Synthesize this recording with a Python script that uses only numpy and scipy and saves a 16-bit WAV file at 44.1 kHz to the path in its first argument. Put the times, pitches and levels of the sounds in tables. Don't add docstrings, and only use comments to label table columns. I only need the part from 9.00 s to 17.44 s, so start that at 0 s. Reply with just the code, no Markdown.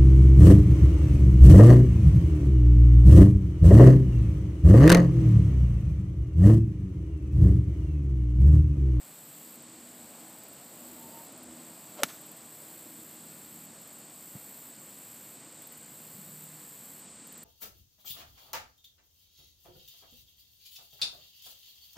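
import sys
import numpy as np
from scipy import signal
from scipy.fft import rfft, irfft
from scipy.io import wavfile

SR = 44100
rng = np.random.default_rng(int(sys.argv[2]) if len(sys.argv) > 2 else 0)


def persist_wave(psi):
    counts = np.round(np.clip(psi, -1, 1) * 32767).astype(np.int16)
    wavfile.write(sys.argv[1], SR, np.atleast_2d(counts).T)


N = 372204
T = np.arange(N) / SR
STRIKE_S = 3.0336

# (f/Hz, level/dB, T60/s, sign at the point of contact)
CLUB_MODES = [(790, -17, 0.0089, -1), (1900, -11.5, 0.0024, 1), (3000, -16.5, 0.0042, -1),
              (3640, -18, 0.0062, 1), (6280, -14.5, 0.0059, -1), (8030, -17.5, 0.0053, -1),
              (9670, -24.5, 0.0098, -1), (11070, -19.5, 0.01, -1), (12500, -20, .007, 1),
              (14700, -24, .005, -1), (1160, -26, 0.019, -1), (1340, -26, 0.028, -1),
              (1550, -50, 0.023, -1), (2770, -32, 0.024, -1), (4890, -28, .02, -1), (5480, -30, .022, -1)]
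def strike(contact_s=.0005):
    top_hz = np.max(CLUB_MODES)
    return sum(sign * ring(STRIKE_S + contact_s * hz / top_hz, hz, db, t60, rise=0.0003)
               for hz, db, t60, sign in CLUB_MODES)


# (peak t/s, half-width/s, level/dB)
WHISTLES = [(3.001, .009, -40.5), (3.0268, 0.0068, -35)]
# (f/Hz, relative level/dB)
RUSH_SPECTRUM = [(100, -25), (300, -5), (700, 0), (1300, -5), (1800, -10.5), (4000, -13.5), (6000, -20),
                 (9000, -38)]
def swish(strike_hz=600, sag_hz_per_s=420, rush_peak_s=2.991, rush_peak_db=-45):
    vortex_hz = strike_hz - sag_hz_per_s * (T - STRIKE_S)
    tone = unit(np.sin(phase(vortex_hz * (1 + 0.0482 * drift(rate=110)))))
    whistle = sum(amp(db) * hump(s, half) for s, half, db in WHISTLES)
    since_peak = T - rush_peak_s
    rush_db = rush_peak_db + np.minimum(530 * since_peak, -230 * since_peak)
    return whistle * tone + amp(rush_db) * noise(RUSH_SPECTRUM)


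# (t/s, level/dB, rise/s, T60/s)
TURF_BURSTS = [(3.0344, -21.5, .0008, 0.032), (3.048, -49.5, .004, 0.17), (3.082, -48.5, 0.0043, 0.45)]
# (f/Hz, relative level/dB)
TURF_SPECTRUM = [(100, -26), (250, -4), (400, -10), (700, -3), (1200, 6), (2500, -1.5), (3900, 0.5),
                 (4450, -2), (5000, -3), (6500, 1), (7300, -8), (9000, -6), (13000, -4), (16000, -21)]
def turf():
    scuff = sum(amp(db) * burst(s, rise, t60) for s, db, rise, t60 in TURF_BURSTS)
    return scuff * noise(TURF_SPECTRUM)


# (t/s, f/Hz, level/dB, T60/s)
KNOCKS = [(3.034, 257, -43, 0.15), (3.041, 166, -36.5, 0.027), (5.3513, 138.8, -32, 0.04),
          (5.363, 200, -44, 0.045), (7.136, 116, -46, .05)]
def thumps():
    return sum(ring(s, hz, db, t60, rise=0.0021) for s, hz, db, t60 in KNOCKS)


# (start t/s, end t/s, level/dB)
BUZZES = [(-.12, 0.556, -52.5), (.63, 1.358, -56.5), (1.15, 1.65, -59), (1.558, 2.258, -53),
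          (2.46, 3.17, -54.5), (3.02, 3.55, -60), (3.39, 4.14, -51.7), (4.061, 4.65, -53.2),
          (4.56, 5.06, -58.5), (5.05, 5.688, -51), (5.65, 6.34, -53.3), (6.219, 6.82, -60.5),
          (6.793, 7.44, -51), (7.34, 7.99, -52.5)]
# (first t/s, last t/s, level/dB)
TICK_RUNS = [(.622, .622, -49.5), (1.384, 1.531, -46), (2.321, 2.429, -49.3), (3.211, 3.365, -48),
             (4.815, 4.985, -48), (6.618, 6.773, -44.5), (8.269, 8.429, -46.3)]
# (f/Hz, relative level/dB)
KATYDID_SPECTRUM = [(8500, -56), (9800, -10.5), (11000, -3.5), (12050, 2), (12450, -0.5), (12800, 1.5),
                    (13400, 3.5), (14050, 1), (14600, -2), (15300, -1.5), (17000, -10)]
def katydids(stroke_hz=63.0, stroke_db=3.0, far_chorus_db=-68):
    power = amp(far_chorus_db) ** 2 + sum((amp(db) * phrase(start, end)) ** 2 for start, end, db in BUZZES)
    stroke_phase = phase(stroke_hz * (1 + 0.0065 * drift(rate=2.1)))
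    buzz = np.sqrt(power) * unit(amp(stroke_db * np.cos(stroke_phase)))
    ticks = sum(amp(db) * tick_run(first, last) for first, last, db in TICK_RUNS)
    teeth = unit(amp(0.91 * drift(rate=1000)))
    rasp = shimmer(noise(KATYDID_SPECTRUM), depth_db=2.0, width_hz=98, hold_s=0.23)
    return np.hypot(buzz, ticks) * teeth * rasp


def phrase(start, end, swell_s=0.12, stop_t60=0.21):
    gather = 1 - np.exp(-np.maximum(T - start, 0) / swell_s)
    return gather * np.exp(-np.log(1000) * np.maximum(T - end, 0) / stop_t60)


def tick_run(first, last, gap_s=.053):
    times = np.linspace(first, last, round((last - first) / gap_s) + 1)
    return sum(burst(s, rise=.003, t60=0.045) for s in times)


# (f/Hz, relative level/dB)
CRICKET_SPECTRUM = [(6000, -40), (6750, -19), (7250, -4.5), (7550, -5.5), (7750, -2.5), (7920, -2),
                    (8030, -1.5), (8170, -2.5), (8550, -8.5), (8750, -9), (8870, -5), (9000, -20.5),
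                    (9300, -51)]
def crickets(count=6, trill_hz=50, depth=0.25, start_db=-53.5, growth_db_per_s=0.2357):
    paces = trill_hz * np.exp(.2 * rng.standard_normal(count))
    phases = [phase(pace * (1 + 0.048 * drift(rate=4.1))) for pace in paces]
    power = sum((1 + depth * np.cos(angle)) ** 2 for angle in phases)
    hiss = tint(np.sqrt(power) * rng.standard_normal(N), CRICKET_SPECTRUM)
    return amp(start_db + growth_db_per_s * T) * hiss


# (f/Hz, relative level/dB)
TREE_CRICKET_SPECTRUM = [(4000, -20), (4300, -1.5), (4420, -5), (4560, -3), (4900, -4), (5300, -20)]
def tree_crickets(trill_hz=45, note_hz=4330, note_db=-78.5, band_db=-71):
    trill = 1 + 0.29 * np.sin(phase(trill_hz * (1 + .03 * drift(rate=2.7))))
    note_gain = amp(note_db + 1.8 * drift(rate=1.8))
    note = unit(np.sin(phase(note_hz * (1 + 0.00408 * drift(rate=40.4)))))
    band = amp(band_db + 0.43 * drift(rate=2)) * noise(TREE_CRICKET_SPECTRUM)
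    return trill * (band + note_gain * note)


# (t/s, firing f/Hz, boost of the fourth harmonic/dB)
FIRING = [(0, 80, -11), (1.2, 80.2, -3), (2.3, 81, -8), (3.7, 79.34, 6.5), (4.5, 78.5, -7.5),
          (7.4, 76.4, -16)]
# (multiple of the firing rate, relative level/dB)
HARMONICS = [(1, -8.5), (3, 0.5), (4, 1)]
# (t/s, level/dB)
HUM_CONTOUR = [(.3, -63), (.8, -69), (1.6, -67), (2.6, -59), (3.4, -61), (3.8, -63.5), (4.6, -56),
               (5.1, -65.5), (6.2, -64.5), (7, -60), (7.37, -51.5), (7.75, -61)]
DRONE_CONTOUR = [(0, -66), (.45, -59.5), (.7, -53.5), (.92, -57.5), (1.4, -57.5), (1.65, -61.5),
                 (1.85, -54), (2.06, -53), (2.28, -60), (2.48, -50.5), (2.72, -57), (3.6, -60.5),
                 (3.9, -56), (5.3, -61), (7.3, -59.5), (7.7, -65.5), (8.05, -59)]
ROAR_CONTOUR = [(0, -60.5), (.8, -59.5), (1.15, -55), (1.6, -57), (2.25, -54), (2.8, -57), (4.4, -60),
                (8.44, -64)]
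# (f/Hz, relative level/dB)
RUMBLE_SPECTRUM = [(130, -25), (190, -2), (230, -0.5), (300, 2), (360, -5.5), (430, -13), (800, -29.5)]
ROAR_SPECTRUM = [(250, -9.5), (480, -5.5), (620, 2), (850, -4.5), (1300, -12), (2200, -24), (5000, -24)]
def mower():
    hum_db, drone_db, roar_db = curves(HUM_CONTOUR) + curves(DRONE_CONTOUR) + curves(ROAR_CONTOUR)
    firing_hz, fourth_db = curves(FIRING)
    firing = phase(firing_hz * (1 + 0.0048 * drift(rate=2.9) + 0.0076 * drift(rate=30.7)))
    second_order = amp(1.6 * drift(rate=22)) * np.sin(2 * firing)
    half_order = amp(-1.0) * drift(rate=18) * np.sin(2.5 * firing)
    hum = unit(second_order + half_order)
    orders, order_db = np.transpose(HARMONICS)
    gains = np.array([amp(db + 3.8 * drift(rate=13)) for db in order_db])
    gains[-1] *= amp(fourth_db)
    gains /= np.linalg.norm(gains, axis=0)
    drone = unit((gains * np.sin(np.outer(orders, firing))).sum(axis=0))
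    tones = amp(deepen(hum_db, 1.14) - 2.5) * hum + amp(deepen(drone_db, 1.48) - 0.5) * drone
    rumble = shimmer(noise(RUMBLE_SPECTRUM), depth_db=1.5, width_hz=30, hold_s=0.14)
    roar = amp(deepen(roar_db, 1.26) - 2.0) * noise(ROAR_SPECTRUM)
    return tones + amp(deepen(drone_db, 0.79) - 4.0) * rumble + roar


# (peak t/s, half-width/s, f/Hz, level/dB)
WHINES = [(2.06, .075, 898, -57.5), (2.185, 0.052, 912, -53.5)]
def whines():
    waver = 1 + 0.0088 * drift(rate=56)
    return sum(amp(db) * hump(s, half) * unit(np.sin(phase(hz * waver))) for s, half, hz, db in WHINES)


# (f/Hz, relative level/dB)
AIR_SPECTRUM = [(20, -21), (55, -1), (90, -4.5), (125, 4), (200, 1.5), (400, -3.5), (510, 0.5), (620, -4.5),
                (1000, -4.5), (1600, -7), (4600, -9), (5500, -12), (8800, -16.5), (9500, -46)]
def air(level_db=-56.5):
    return amp(level_db + 0.3 * drift(rate=12)) * noise(AIR_SPECTRUM)


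def amp(db):
    return 10 ** (np.asarray(db) / 20)


def unit(x):
    return x / np.sqrt(np.mean(x ** 2) + 1e-20)


def curves(rows):
    times, *columns = np.transpose(rows)
    return [np.interp(T, times, column) for column in columns]


def deepen(db, ratio):
    return db.max() + ratio * (db - db.max())


def tint(x, spectrum):
    hz, db = np.transpose(spectrum)
    gain = amp(np.interp(np.log(np.fft.rfftfreq(N, 1 / SR) + 1), np.log(hz), db))
    return unit(irfft(rfft(x) * gain, N))


def noise(spectrum):
    return tint(rng.standard_normal(N), spectrum)


def drift(rate):
    spectrum = rfft(rng.standard_normal(8192)) * np.exp(-(np.arange(4097) / (T[-1] * rate)) ** 2)
    slow = unit(irfft(spectrum))
    return np.interp(T, np.linspace(0, T[-1], len(slow)), slow)


def shimmer(x, depth_db, width_hz, hold_s):
    bands = signal.stft(x, nperseg=1024, noverlap=768)[2]
    patches = rng.standard_normal(bands.shape)
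    for axis, span in enumerate([width_hz * 1024 / SR, hold_s * SR / 256]):
        smooth = signal.windows.gaussian(201, span / 2)
        patches = signal.fftconvolve(patches, np.expand_dims(smooth, 1 - axis), "same")
    bands *= amp(depth_db * unit(patches))
    return unit(signal.istft(bands, nperseg=1024, noverlap=768)[1][:N])


def phase(hz):
    return 2 * np.pi * np.cumsum(hz * np.ones(N)) / SR


def hump(s, half):
    return np.exp(-((T - s) / half) ** 2)


def burst(s, rise, t60):
    envelope = np.zeros(N)
    part = envelope[round(s * SR):][:SR // 2]
    t = T[:len(part)]
    part += np.minimum(t / rise, 1) * np.exp(-np.log(1000) * np.maximum(t - rise, 0) / t60)
    return envelope


def ring(s, hz, db, t60, rise):
    return amp(db) * burst(s, rise, t60) * np.sin(2 * np.pi * hz * (T - s))


def scene():
    golfer = swish() + strike() + turf() + thumps()
    insects = katydids() + crickets() + tree_crickets()
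    mono = golfer + insects + mower() + whines() + air()
    return np.array([mono, mono])


def record(dry, low_cut_hz=105, band_limit_hz=15500):
    highpass = signal.butter(3, low_cut_hz, "highpass", fs=SR, output="sos")
    lowpass = signal.firwin(511, band_limit_hz, window=("kaiser", 8), fs=SR)
    return signal.oaconvolve(signal.sosfilt(highpass, dry), lowpass[None], "same", axes=1)


dry = scene()
out = record(dry)
persist_wave(out)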